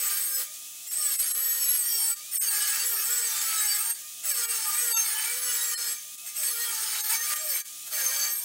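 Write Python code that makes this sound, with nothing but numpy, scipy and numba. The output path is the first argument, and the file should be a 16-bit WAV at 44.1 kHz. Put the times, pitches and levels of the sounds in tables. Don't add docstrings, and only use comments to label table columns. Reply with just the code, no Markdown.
import sys
import numpy as np
from scipy import signal
from scipy.fft import rfft, irfft, next_fast_len
from scipy.io import wavfile
from scipy.ndimage import uniform_filter1d, map_coordinates
from numba import njit

SR = 44100
rng = np.random.default_rng(int(sys.argv[2]) if len(sys.argv) > 2 else 0)


def transcribe(signal):
    frames = np.atleast_2d(signal).T
    limited = np.clip(frames, -1, 1)
    pcm = np.round(limited * 32767).astype(np.int16)
    wavfile.write(sys.argv[1], SR, pcm)


N = 372204
TIME = np.arange(N) / SR

# frequency in Hz, mean level in dB.
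HUM = [(166.9, -80), (333.8, -86)]
# frequency in Hz, width in Hz, level in dB.
DRONE = [(241, 22, -83.5), (316, 36, -79.5)]
# frequency in Hz, density in dB per Hz.
AIR_SPECTRUM = [(30, -27), (100, -22.5), (200, -22), (400, -22.5), (900, -25.5), (1400, -19.5), (2200, -12),
                (3400, -2.5), (4600, -6), (6600, 1), (9800, -0.5), (12500, -5), (15500, -2)]
# time in s, loss of spindle speed in Hz before inertia.
DRAG = [
    [(0.0, 175.2), (0.128, 205.3), (0.163, 146.5), (0.303, 165.3), (0.432, 226)],
    [(0.87, 28.54), (1.015, 161.3), (1.173, 196.1), (1.731, 207.3), (1.986, 256.8), (2.08, 228.8),
     (2.145, 204)],
    [(2.329, 195), (2.393, 269), (2.529, 293), (2.723, 248.2), (2.852, 188.9), (2.95, 314.4),
     (3.094, 173.3), (3.222, 260), (3.408, 255.7), (3.724, 287), (3.812, 222.8), (3.929, 242.5)],
    [(4.237, 82.9), (4.318, 275.5), (4.465, 236.3), (4.66, 275.1), (4.766, 163.3), (4.858, 256.3),
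     (4.997, 243), (5.094, 294.8), (5.307, 177.1), (5.485, 219.4), (5.963, 227.2)],
    [(6.36, 68.3), (6.433, 291.3), (6.6, 216.8), (6.746, 268.4), (7.071, 271.6), (7.152, 211),
     (7.189, 247.2), (7.21, 30.05), (7.46, 83.8), (7.505, 288.1), (7.61, 164.3)],
    [(7.906, 62.1), (7.933, 240.3), (8.152, 124), (8.32, 150.4), (8.44, 298.5)],
]
# start in s, end in s, then in dB the repeating rim over loose grit,
# growl, tube ring, sizzle and knock; each dB value is added to other settings.
PASSES = [(-0.05, 0.418, -5.5, -3, 1, 9.5, 1.5), (0.864, 2.117, -1.5, -16, -2.5, 8, -1),
          (2.308, 3.904, 1, 4.5, 0.5, 7, -1.5), (4.227, 5.927, 1.5, 0.5, 0.5, 7.5, 0),
          (6.34, 7.585, 0, -10, 1, 6.5, 1), (7.905, 8.502, -0.5, -5, 4, 6, 10.5)]
# start in s, end in s, dB against the coming bite.
GRAZES = [(6.244, 6.29, -3.5), (7.851, 7.869, -7)]
# centre in s, half length in s,
# depth of the hiss in dB, depth of the buzz in dB.
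LULLS = [(.897, .014, 12, 7), (1.177, .013, 15, 9), (1.335, .013, 14, 8), (2.15, .012, 9, 4),
         (2.394, .016, 34, 28), (2.5, .01, 8, 0), (3.937, .01, 9, 4), (4.333, .012, 9, 2),
         (4.473, .014, 12, 3), (4.95, .018, 32, 14), (5.76, .015, 34, 10), (6.168, .011, 6, 2),
         (7.025, .013, 13, 4), (7.35, .009, 11, 4), (7.635, .015, 12, 7)]
# time in s, level in dB before THROB_TRIM_DB and contact.
THROB = [
    [(0.0, -59), (0.204, -62), (0.236, -68), (0.378, -53.5), (0.684, -70), (0.8, -63)],
    [(0.92, -64), (0.982, -62), (1.7, -65), (1.898, -69), (1.98, -56), (2.05, -70)],
    [(2.42, -62.5), (2.756, -73), (2.876, -52), (3.072, -64), (3.106, -53.5), (3.808, -71), (3.846, -62),
     (3.95, -64)],
    [(4.1, -66), (4.234, -57), (4.516, -53.5), (4.73, -77), (4.854, -50), (5.208, -68), (5.324, -54),
     (5.97, -64)],
    [(6.2, -75), (6.248, -52), (6.3, -74), (6.404, -56), (7.002, -67), (7.39, -58), (7.456, -47),
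     (7.65, -69)],
    [(7.92, -62), (7.938, -55), (7.974, -53), (8.002, -65), (8.028, -52.5), (8.242, -58), (8.318, -62),
     (8.35, -89)],
]
# centre in s, half length in s, peak level in dB.
SNAGS = [(3.529, 0.02, -38), (5.213, 0.095, -41.5), (6.435, 0.011, -43), (6.957, 0.034, -44),
         (7.323, 0.024, -41), (7.557, 0.027, -42)]
# centre in s, half length in s, frequency in Hz, level in dB.
SCREAMS = [(0.12, 0.062, 1212, -48.5), (0.152, 0.028, 1584, -42), (0.335, 0.041, 1590, -46),
           (0.337, 0.023, 6400, -38), (0.354, 0.033, 5180, -36), (1.005, 0.014, 5420, -39),
           (1.05, 0.031, 1216, -48), (1.408, 0.17, 11320, -30.5), (1.5, 0.099, 1847, -45.5),
           (1.605, 0.19, 6500, -41.5), (1.722, 0.034, 11320, -23.5), (1.793, 0.0095, 8268, -26),
           (1.966, 0.069, 5500, -35), (1.968, .07, 3180, -48), (1.7, .05, 3943, -47),
           (1.996, 0.12, 4590, -43), (2.03, 0.057, 10335, -38), (2.39, 0.016, 8120, -25),
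           (2.391, 0.017, 12070, -27), (2.455, 0.029, 6440, -35.5), (2.484, 0.012, 4560, -30),
           (2.627, 0.11, 1650, -42), (2.804, 0.021, 4627, -37), (2.99, .025, 5624, -34),
           (3.362, 0.057, 3591, -42), (3.6, 0.035, 3877, -39), (3.669, 0.14, 1624, -43),
           (3.718, 0.025, 4640, -31.5), (4.705, 0.032, 1218, -39.5), (4.968, 0.015, 2730, -38),
           (4.952, .018, 3630, -37.5), (4.969, 0.019, 1345, -40), (4.95, 0.028, 898, -45),
           (4.951, 0.023, 4630, -36), (4.952, 0.021, 11540, -27), (4.954, 0.014, 7770, -32),
           (4.99, 0.034, 6350, -26), (5.19, 0.05, 1718, -42), (5.21, 0.053, 887, -46),
           (5.194, 0.026, 3050, -37.5), (5.299, 0.048, 2304, -41), (5.763, 0.014, 4230, -39),
           (5.745, 0.011, 1830, -39), (5.739, 0.012, 3050, -41), (5.84, 0.055, 5230, -40.5),
           (5.624, .03, 3865, -40.5), (6.802, 0.065, 881, -47.5), (6.984, 0.022, 3830, -38.5),
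           (7.02, 0.02, 6380, -37), (7.148, .01, 4640, -37), (7.23, 0.015, 6310, -36),
           (7.132, 0.016, 914.5, -43.5), (7.155, 0.012, 2290, -33.5), (7.188, 0.048, 1845, -39),
           (7.331, 0.035, 1210, -43), (7.552, 0.016, 2300, -40), (8.055, .035, 6348, -32),
           (8.238, 0.03, 6290, -34), (8.242, 0.029, 4580, -34)]
# frequency in Hz, width in Hz, dB against the rasp.
BODY = [(497, 51, -10), (646, 56, -8), (878.5, 83, -6), (1323, 143.4, -14)]
# frequency at time zero in Hz, width in Hz, dB against the rasp,
# steady fall of frequency in Hz per s.
SINGING = [(1216, 21, -8, 0.5), (1614, 59, -12.5, -1), (1706, 23, -15.5, 2.5), (1856, 4.6, -8.5, 0),
           (2330, 52, -8, 1), (4615, 35, -4, 0.5), (6462, 44, 3.5, 18)]
# frequency in Hz, width in Hz, relative level in dB.
TUBE = [(3075, 40, -3), (3595, 20, -4), (3865, 20, -4), (6663, 25, 6), (8500, 45, 4), (8857, 25, 2),
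        (9658, 30, 1), (10349, 30, -2), (11047, 20, 0), (11325, 25, 6), (12020, 30, 1)]
# time in s, rasp near 3 kHz in dB, band of the lower disc
# resonance in dB, band of the upper one in dB.
BITE = [
    [(0.0, -43.5, -30.5, -28), (0.074, -42.5, -33.5, -29.5), (0.354, -46, -30.5, -27),
     (0.42, -43, -37, -29)],
    [(0.91, -45, -31.5, -32.5), (0.966, -44.5, -28, -34), (1.212, -42.5, -31.5, -25.5),
     (1.242, -43.5, -31.5, -36), (1.354, -44, -33.5, -29), (1.758, -43, -32, -25.5),
     (1.778, -45, -31.5, -28.5), (2.12, -43, -26.5, -26)],
    [(2.34, -45, -27.5, -26), (2.598, -40, -30, -30), (2.834, -42, -36, -35.5), (2.86, -43, -32.5, -26.5),
     (3.248, -42, -30, -32.5), (3.366, -42.5, -39, -34), (3.672, -40.5, -25.5, -28.5),
     (3.892, -44, -35.5, -30.5), (3.91, -40, -23, -25)],
    [(4.26, -42.5, -32, -30.5), (4.314, -41.5, -30, -28.5), (4.624, -43, -35, -36),
     (4.81, -41.5, -30.5, -27.5), (5.332, -43.5, -36.5, -35), (5.42, -44, -39, -30),
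     (5.498, -41.5, -33.5, -28), (5.812, -43.5, -35, -33.5), (5.92, -43, -34, -31)],
    [(6.37, -45, -34.5, -32), (6.468, -42, -30.5, -27), (6.546, -45, -41, -27), (6.62, -43.5, -35, -30.5),
     (6.988, -43, -38.5, -38.5), (7.022, -43, -35, -32), (7.088, -44.5, -42, -28), (7.1, -39.5, -30, -28),
     (7.15, -40, -36, -30), (7.184, -46, -40, -35), (7.3, -40.5, -35, -29), (7.365, -42.5, -33, -29.5),
     (7.4, -45, -35, -39), (7.46, -45, -36, -31), (7.535, -43, -34, -25), (7.59, -42.5, -35, -28.5)],
    [(7.93, -42, -36.5, -29), (8.242, -42, -35.5, -32.5), (8.392, -48, -33, -27), (8.42, -46, -37, -31)],
]
# time in s, lower resonance in Hz, upper resonance in Hz.
CONTACT = [
    [(0.0, 8430, 11900), (0.2, 8070, 11600), (0.244, 8560, 12400), (0.43, 8100, 11500)],
    [(0.9, 7660, 11690), (0.95, 8180, 11530), (1.748, 8170, 11100), (1.866, 8530, 12600),
     (1.974, 8490, 12350), (2.068, 8230, 11100), (2.13, 8170, 11900)],
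    [(2.33, 8700, 11800), (2.532, 8730, 12200), (2.87, 7800, 11300), (2.94, 8640, 12500),
     (3.108, 8053, 11340), (3.508, 8000, 11500), (3.92, 8724, 12880)],
    [(4.25, 7800, 11320), (4.366, 8450, 11790), (5.002, 8204, 11350), (5.134, 9030, 12900),
     (5.494, 7960, 11110), (5.93, 7920, 11160)],
    [(6.36, 8270, 11620), (6.728, 8270, 11280), (6.774, 8320, 12610), (7.326, 8560, 11800),
     (7.388, 7695, 11810), (7.502, 8960, 12570), (7.6, 8440, 12380)],
    [(7.92, 8210, 11720), (7.992, 8700, 12100), (8.194, 7780, 11960), (8.44, 8920, 12660)],
]
# frequency in Hz, gain in dB.
RIM_FILTER = [(1340, -3), (1430, -6), (1500, -17), (1600, -4), (1750, -2), (2400, -3.5), (3500, -4.5),
              (4800, -6), (5400, -4), (6800, -1), (8000, 0)]
# frequency in Hz, gain in dB.
RASP_SPECTRUM = [(100, -30), (380, -19), (700, -12.5), (1000, -7.5), (1130, -9), (1280, 2.5), (1400, 1.5),
                 (1500, -0.5), (1700, 1), (2050, 0.5), (2500, -0.5), (3100, 1.5), (3700, -1.5), (4500, 5.5),
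                 (4900, 3), (5350, 6.5), (5900, 0.5), (7200, 4.5), (10000, 5.5), (13300, -2), (16000, -7)]

FREE_HZ, WORKING_HZ, INERTIA_S = 697, 460, 0.075
ATTACK_S, RELEASE_S = 0.027, 0.021
AIR_DB = -39.5
BEARING_ORDER = 3.725
WHINE_DB, LOADED_WHINE_DB = -59.5, -70
HOUSING_HZ, HOUSING_DB = 1213, -63.5
THROB_TRIM_DB, FREE_THROB_DB = -0.5, -8
SNAG_HZ, SNAG_WIDTH_HZ = 1990, 1900
IDLE_KNOCK_DB = -56
RING_ON_S, SWELL_DB = 0.04, 4.2
FLASH_HZ, TOP_RATIO = 5400, 1.486
CROWD_DB = -9
RASP_DB, GROWL_DB, SIZZLE_DB, TUBE_DB = 13, -13, -6, 18.5
GROWL_GRIT_DB = -5
GROWL_DB_PER_HZ = -0.017
SKID_DB, SKID_S = 2, 0.53
EVEN_DB_PER_DB = 1.02
TOP_HZ = 15750


def undb(db):
    return 10 ** (np.asarray(db) / 20)


def curves(table):
    seconds, *columns = np.transpose(table)
    return [np.interp(TIME, seconds, column) for column in columns]


def along(passes):
    return curves([row for curve in passes for row in curve])


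def unit(x):
    return x / np.std(x)


def steady(x, size=4000):
    power = uniform_filter1d(uniform_filter1d(x * x, size), size)
    return x / np.sqrt(power + 1e-12)


def walk(rate):
    at = TIME * rate
    knots = rng.standard_normal(8192)
    i = at.astype(int) % 8191
    return unit(knots[i] + (knots[i + 1] - knots[i]) * (at % 1))


def lag(x, seconds):
    keep = np.exp(-1 / (SR * seconds))
    return signal.lfilter([1 - keep], [1, -keep], x, zi=[keep * x[0]])[0]


def colour(x, points):
    hz, db = np.transpose(points)
    size = next_fast_len(N)
    f = np.maximum(np.fft.rfftfreq(size, 1 / SR), 1)
    gain = undb(np.interp(np.log(f), np.log(hz), db))
    return irfft(rfft(x, size) * gain, size)[:N]


@njit
def svf(x, hz, width):
    y, b, l = np.empty(len(x)), 0., 0.
    for i in range(len(x)):
        g = np.tan(np.pi * hz[i] / SR)
        k = np.pi * width / SR * (1 + g * g) / g
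        v = (b + g * (x[i] - l)) / (1 + g * (g + k))
        b, l, y[i] = 2 * v - b, l + 2 * g * v, k * v
    return y


def ring(x, hz, width_hz):
    return svf(x, np.minimum(hz * np.ones(N), .45 * SR), float(width_hz))


def decaying_noise(t60_s, size):
    t = np.arange(size) / SR
    return t, rng.standard_normal(size) * np.exp(-np.log(1000) * t / t60_s)


def above(db, under_db, least_db=-9):
    return np.sqrt(np.maximum(undb(db) ** 2 - undb(under_db) ** 2, undb(db + least_db) ** 2))


def bell(s, half):
    return np.exp(-((TIME - s) / half) ** 2 / 2)


def background():
    hum = 0
    for hz, db in HUM:
        hum = hum + np.sqrt(2) * undb(db + 1.2 * walk(7)) * np.sin(2 * np.pi * hz * TIME)
    drone = 0
    for hz, width, db in DRONE:
        tone = ring(ring(rng.standard_normal(N), hz, width), hz, 3 * width)
        drone = drone + unit(tone * undb(3 * walk(12))) * undb(db)
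    return hum + drone


def workshop(x, t60_s=0.24, wet_db=-10, size=6000):
    t, tail = decaying_noise(t60_s, size)
    tail = tail * (t > .002)
    return undb(wet_db) * signal.fftconvolve(x, tail / np.linalg.norm(tail))[:N]


def lulls():
    s, half, *depths = np.transpose(LULLS)
    shapes = np.exp(-np.minimum(((TIME - s[:, None]) / half[:, None]) ** 2, 10) ** 2)
    return undb(-np.array(depths) @ shapes)


def spindle():
    pressure = sum(np.interp(TIME, *np.transpose(curve), left=0, right=0) for curve in DRAG)
    drag = lag(pressure, INERTIA_S)
    return (FREE_HZ - drag) * (1 + (.0006 + .001 * drag / 250) * walk(90))


def motor(turns, hz, gap):
    speed_db = 20 * np.log10(hz / FREE_HZ)
    air = unit(colour(rng.standard_normal(N), AIR_SPECTRUM))
    air = air * undb(AIR_DB + 0.054 * speed_db + .5 * walk(30))
    whine = np.sin(2 * np.pi * BEARING_ORDER * turns + .45 * walk(70)) * undb(2.5 * walk(30))
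    whine = whine * (undb(WHINE_DB + 3.5 * speed_db) + undb(LOADED_WHINE_DB))
    housing = np.sqrt(2) * np.sin(2 * np.pi * HOUSING_HZ * TIME + .5 * walk(15))
    housing = housing * undb(HOUSING_DB + 2 * walk(10))
    return (air + whine) * gap + housing * np.sqrt(gap)


def touch(start, end):
    return np.clip((TIME - start) / ATTACK_S, 0, 1) * np.exp(-np.maximum(TIME - end, 0) / RELEASE_S)


def rim(turns, wear_rate=16, uneven_db=2, size=256, count=39):
    chance = rng.standard_normal((400, count, 3))
    shapes = (chance[..., 0] + 1j * chance[..., 1]) * undb(uneven_db * chance[..., 2])
    shapes[:, :3] = 0
    profiles = irfft(shapes, size, axis=1)
    place = [TIME * wear_rate, turns % 1 * size]
    return unit(map_coordinates(profiles, place, order=1, mode="grid-wrap"))


def grit(turns, pulsing=0.61, grain_db=2):
    sizes = undb(grain_db * np.repeat(rng.standard_normal(N // 16 + 1), 16)[:N])
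    surge = 1 + pulsing * np.cos(2 * np.pi * turns)
    return unit(rng.standard_normal(N) * sizes * surge)


def steel(x, t60_s=0.09, size=4000):
    _, tail = decaying_noise(t60_s, size)
    return unit(x + signal.fftconvolve(x, tail / np.linalg.norm(tail))[:N])


def throb(turns, contact):
    line = np.sin(2 * np.pi * turns + .6 * walk(55)) * undb(3 * walk(35))
    level = undb(THROB_TRIM_DB + along(THROB)[0])
    return steady(line, size=5000) * level * np.maximum(contact, undb(FREE_THROB_DB))


def wobble(turns, push, flutter_db=3.0):
    knock = undb(7.5) * rng.standard_normal(N)
    for order, db in ((2, -1.5), (3, -9)):
        line = np.sin(2 * np.pi * order * turns + .35 * walk(70))
        knock = knock + undb(flutter_db * walk(30) + db) * line
    body = sum(undb(db) * ring(ring(knock, hz, width), hz, 2 * width) for hz, width, db in BODY)
    return body * (push + undb(IDLE_KNOCK_DB))


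def snags(turns):
    grains = grit(turns, pulsing=0.42, grain_db=-7)
    crunch = ring(ring(grains, SNAG_HZ, SNAG_WIDTH_HZ), SNAG_HZ, SNAG_WIDTH_HZ)
    bursts = sum(undb(db) * bell(s, half) for s, half, db in SNAGS)
    return unit(crunch * undb(2.9 * walk(130))) * bursts


def crowd(push, low_hz=1900, high_hz=7200, count=44):
    out = 0
    for hz in np.linspace(low_hz, high_hz, count) * (1 + .01 * rng.standard_normal(count)):
        kicks = rng.standard_normal(N) * (rng.random(N) < 25 / SR)
        out = out + ring(ring(kicks, hz, 28), hz, 120)
    return unit(out) * push * undb(CROWD_DB)


def singing(force, push):
    drive = np.sqrt(lag(push ** 2, RING_ON_S))
    out = 0
    for hz, width, db, fall in SINGING:
        centre = hz - fall * TIME
        flare = undb(SWELL_DB * (np.minimum(walk(8 + hz / 130), 1.1) - .6))
        tone = steady(ring(ring(force, centre, width), centre, 4 * width))
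        out = out + tone * undb(db) * flare
    return out * drive


def screams(bumps, width_share=0.007):
    out, flutter = np.zeros(N), undb(2.5 * walk(75) - .7)
    for s, half, hz, db in SCREAMS:
        near = np.abs(TIME - s) < 3 * half
        centre, width = np.full(near.sum(), float(hz)), width_share * hz
        tone = steady(svf(svf(bumps[near], centre, width), centre, 4 * width), size=800)
        out[near] += tone * undb(db) * bell(s, half)[near]
    return out * flutter


def squeal(bumps, lower, upper):
    lower_hz, upper_hz = along(CONTACT)
    flashes = undb(np.minimum(-22 + 7 * walk(50), -13))
    voices = [(FLASH_HZ, 200, lower * flashes),
              (lower_hz, 440, lower * undb(-1.0)),
              (upper_hz, 700, upper * undb(-8.0)),
              (TOP_RATIO * lower_hz, 1300, upper * undb(-11.5))]
    out = 0
    for centre, width, gain in voices:
        tone = steady(ring(ring(bumps, centre, width), centre, 4 * width), size=1000)
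        out = out + tone * gain * undb(1.9 * walk(65))
    return out


def grinding(turns, hz, gap, buzz_gap):
    contact = sum(touch(start, end) for start, end, *_ in PASSES)
    contact = contact + sum(undb(db) * touch(start, end) for start, end, db in GRAZES)
    skid = sum((TIME > start) * np.exp(-np.abs(TIME - start) / SKID_S) for start, *_ in PASSES)
    rasp_db, lower_db, upper_db = along(BITE)
    pass_rows = [(s, *rest) for start, end, *rest in PASSES for s in (start, end)]
    even_db, growl_db, ring_db, sizzle_db, knock_db = curves(pass_rows)

    squeal_over_rasp_db = (lower_db + upper_db) / 2 - rasp_db - 6.5
    even = undb(even_db + SKID_DB * skid + EVEN_DB_PER_DB * squeal_over_rasp_db)
    bumps = steel(colour(rim(turns), RIM_FILTER)) * even
    grains = grit(turns) * gap
    chatter = undb(0.64 * walk(60)) / np.sqrt(1 + even ** 2)
    force = (undb(-4) * bumps * buzz_gap * gap ** 0.031 + grains) * chatter
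    regular = (bumps + undb(-8) * grains) * chatter

    push = contact * above(rasp_db, under_db=-46.5)
    rasp = undb(RASP_DB) * unit(colour(force, RASP_SPECTRUM)) * push
    growl = unit(ring(ring(regular + undb(GROWL_GRIT_DB) * grains, 1400, 690), 2160, 1200))
    growl = growl * push * undb(GROWL_DB + growl_db + GROWL_DB_PER_HZ * (WORKING_HZ - hz))
    sizzle = unit(ring(ring(force, 14880, 1400), 18600, 2600))
    sizzle = sizzle * undb(SIZZLE_DB + sizzle_db + (upper_db + rasp_db) / 2)
    strike = (grains + force) * push / 2
    tube = undb(TUBE_DB) * sum(undb(db) * ring(ring(strike, mode_hz, width), mode_hz, mode_hz / 10)
                               for mode_hz, width, db in TUBE)
    disc = squeal(regular, above(lower_db, rasp_db + 5), above(upper_db, rasp_db + 5)) * buzz_gap ** .5

    tones = growl + tube + crowd(push) * gap
    tones = tones + singing(force, push * undb(ring_db)) + wobble(turns, push * undb(knock_db))
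    scrape = rasp + (disc + sizzle) * contact + tones * buzz_gap
    return scrape + screams(regular) + throb(turns, contact) * buzz_gap ** 2.6 + snags(turns)


def scene():
    hz = spindle()
    turns = np.cumsum(hz) / SR
    gap, buzz_gap = lulls()
    tool = grinding(turns, hz, gap, buzz_gap) + motor(turns, hz, gap)
    return np.tile(tool + (workshop(tool) + background()) * gap, (2, 1))


def record(dry):
    return signal.sosfilt(signal.ellip(12, .1, 90, TOP_HZ, fs=SR, output="sos"), dry)


dry = scene()
out = record(dry)
transcribe(out)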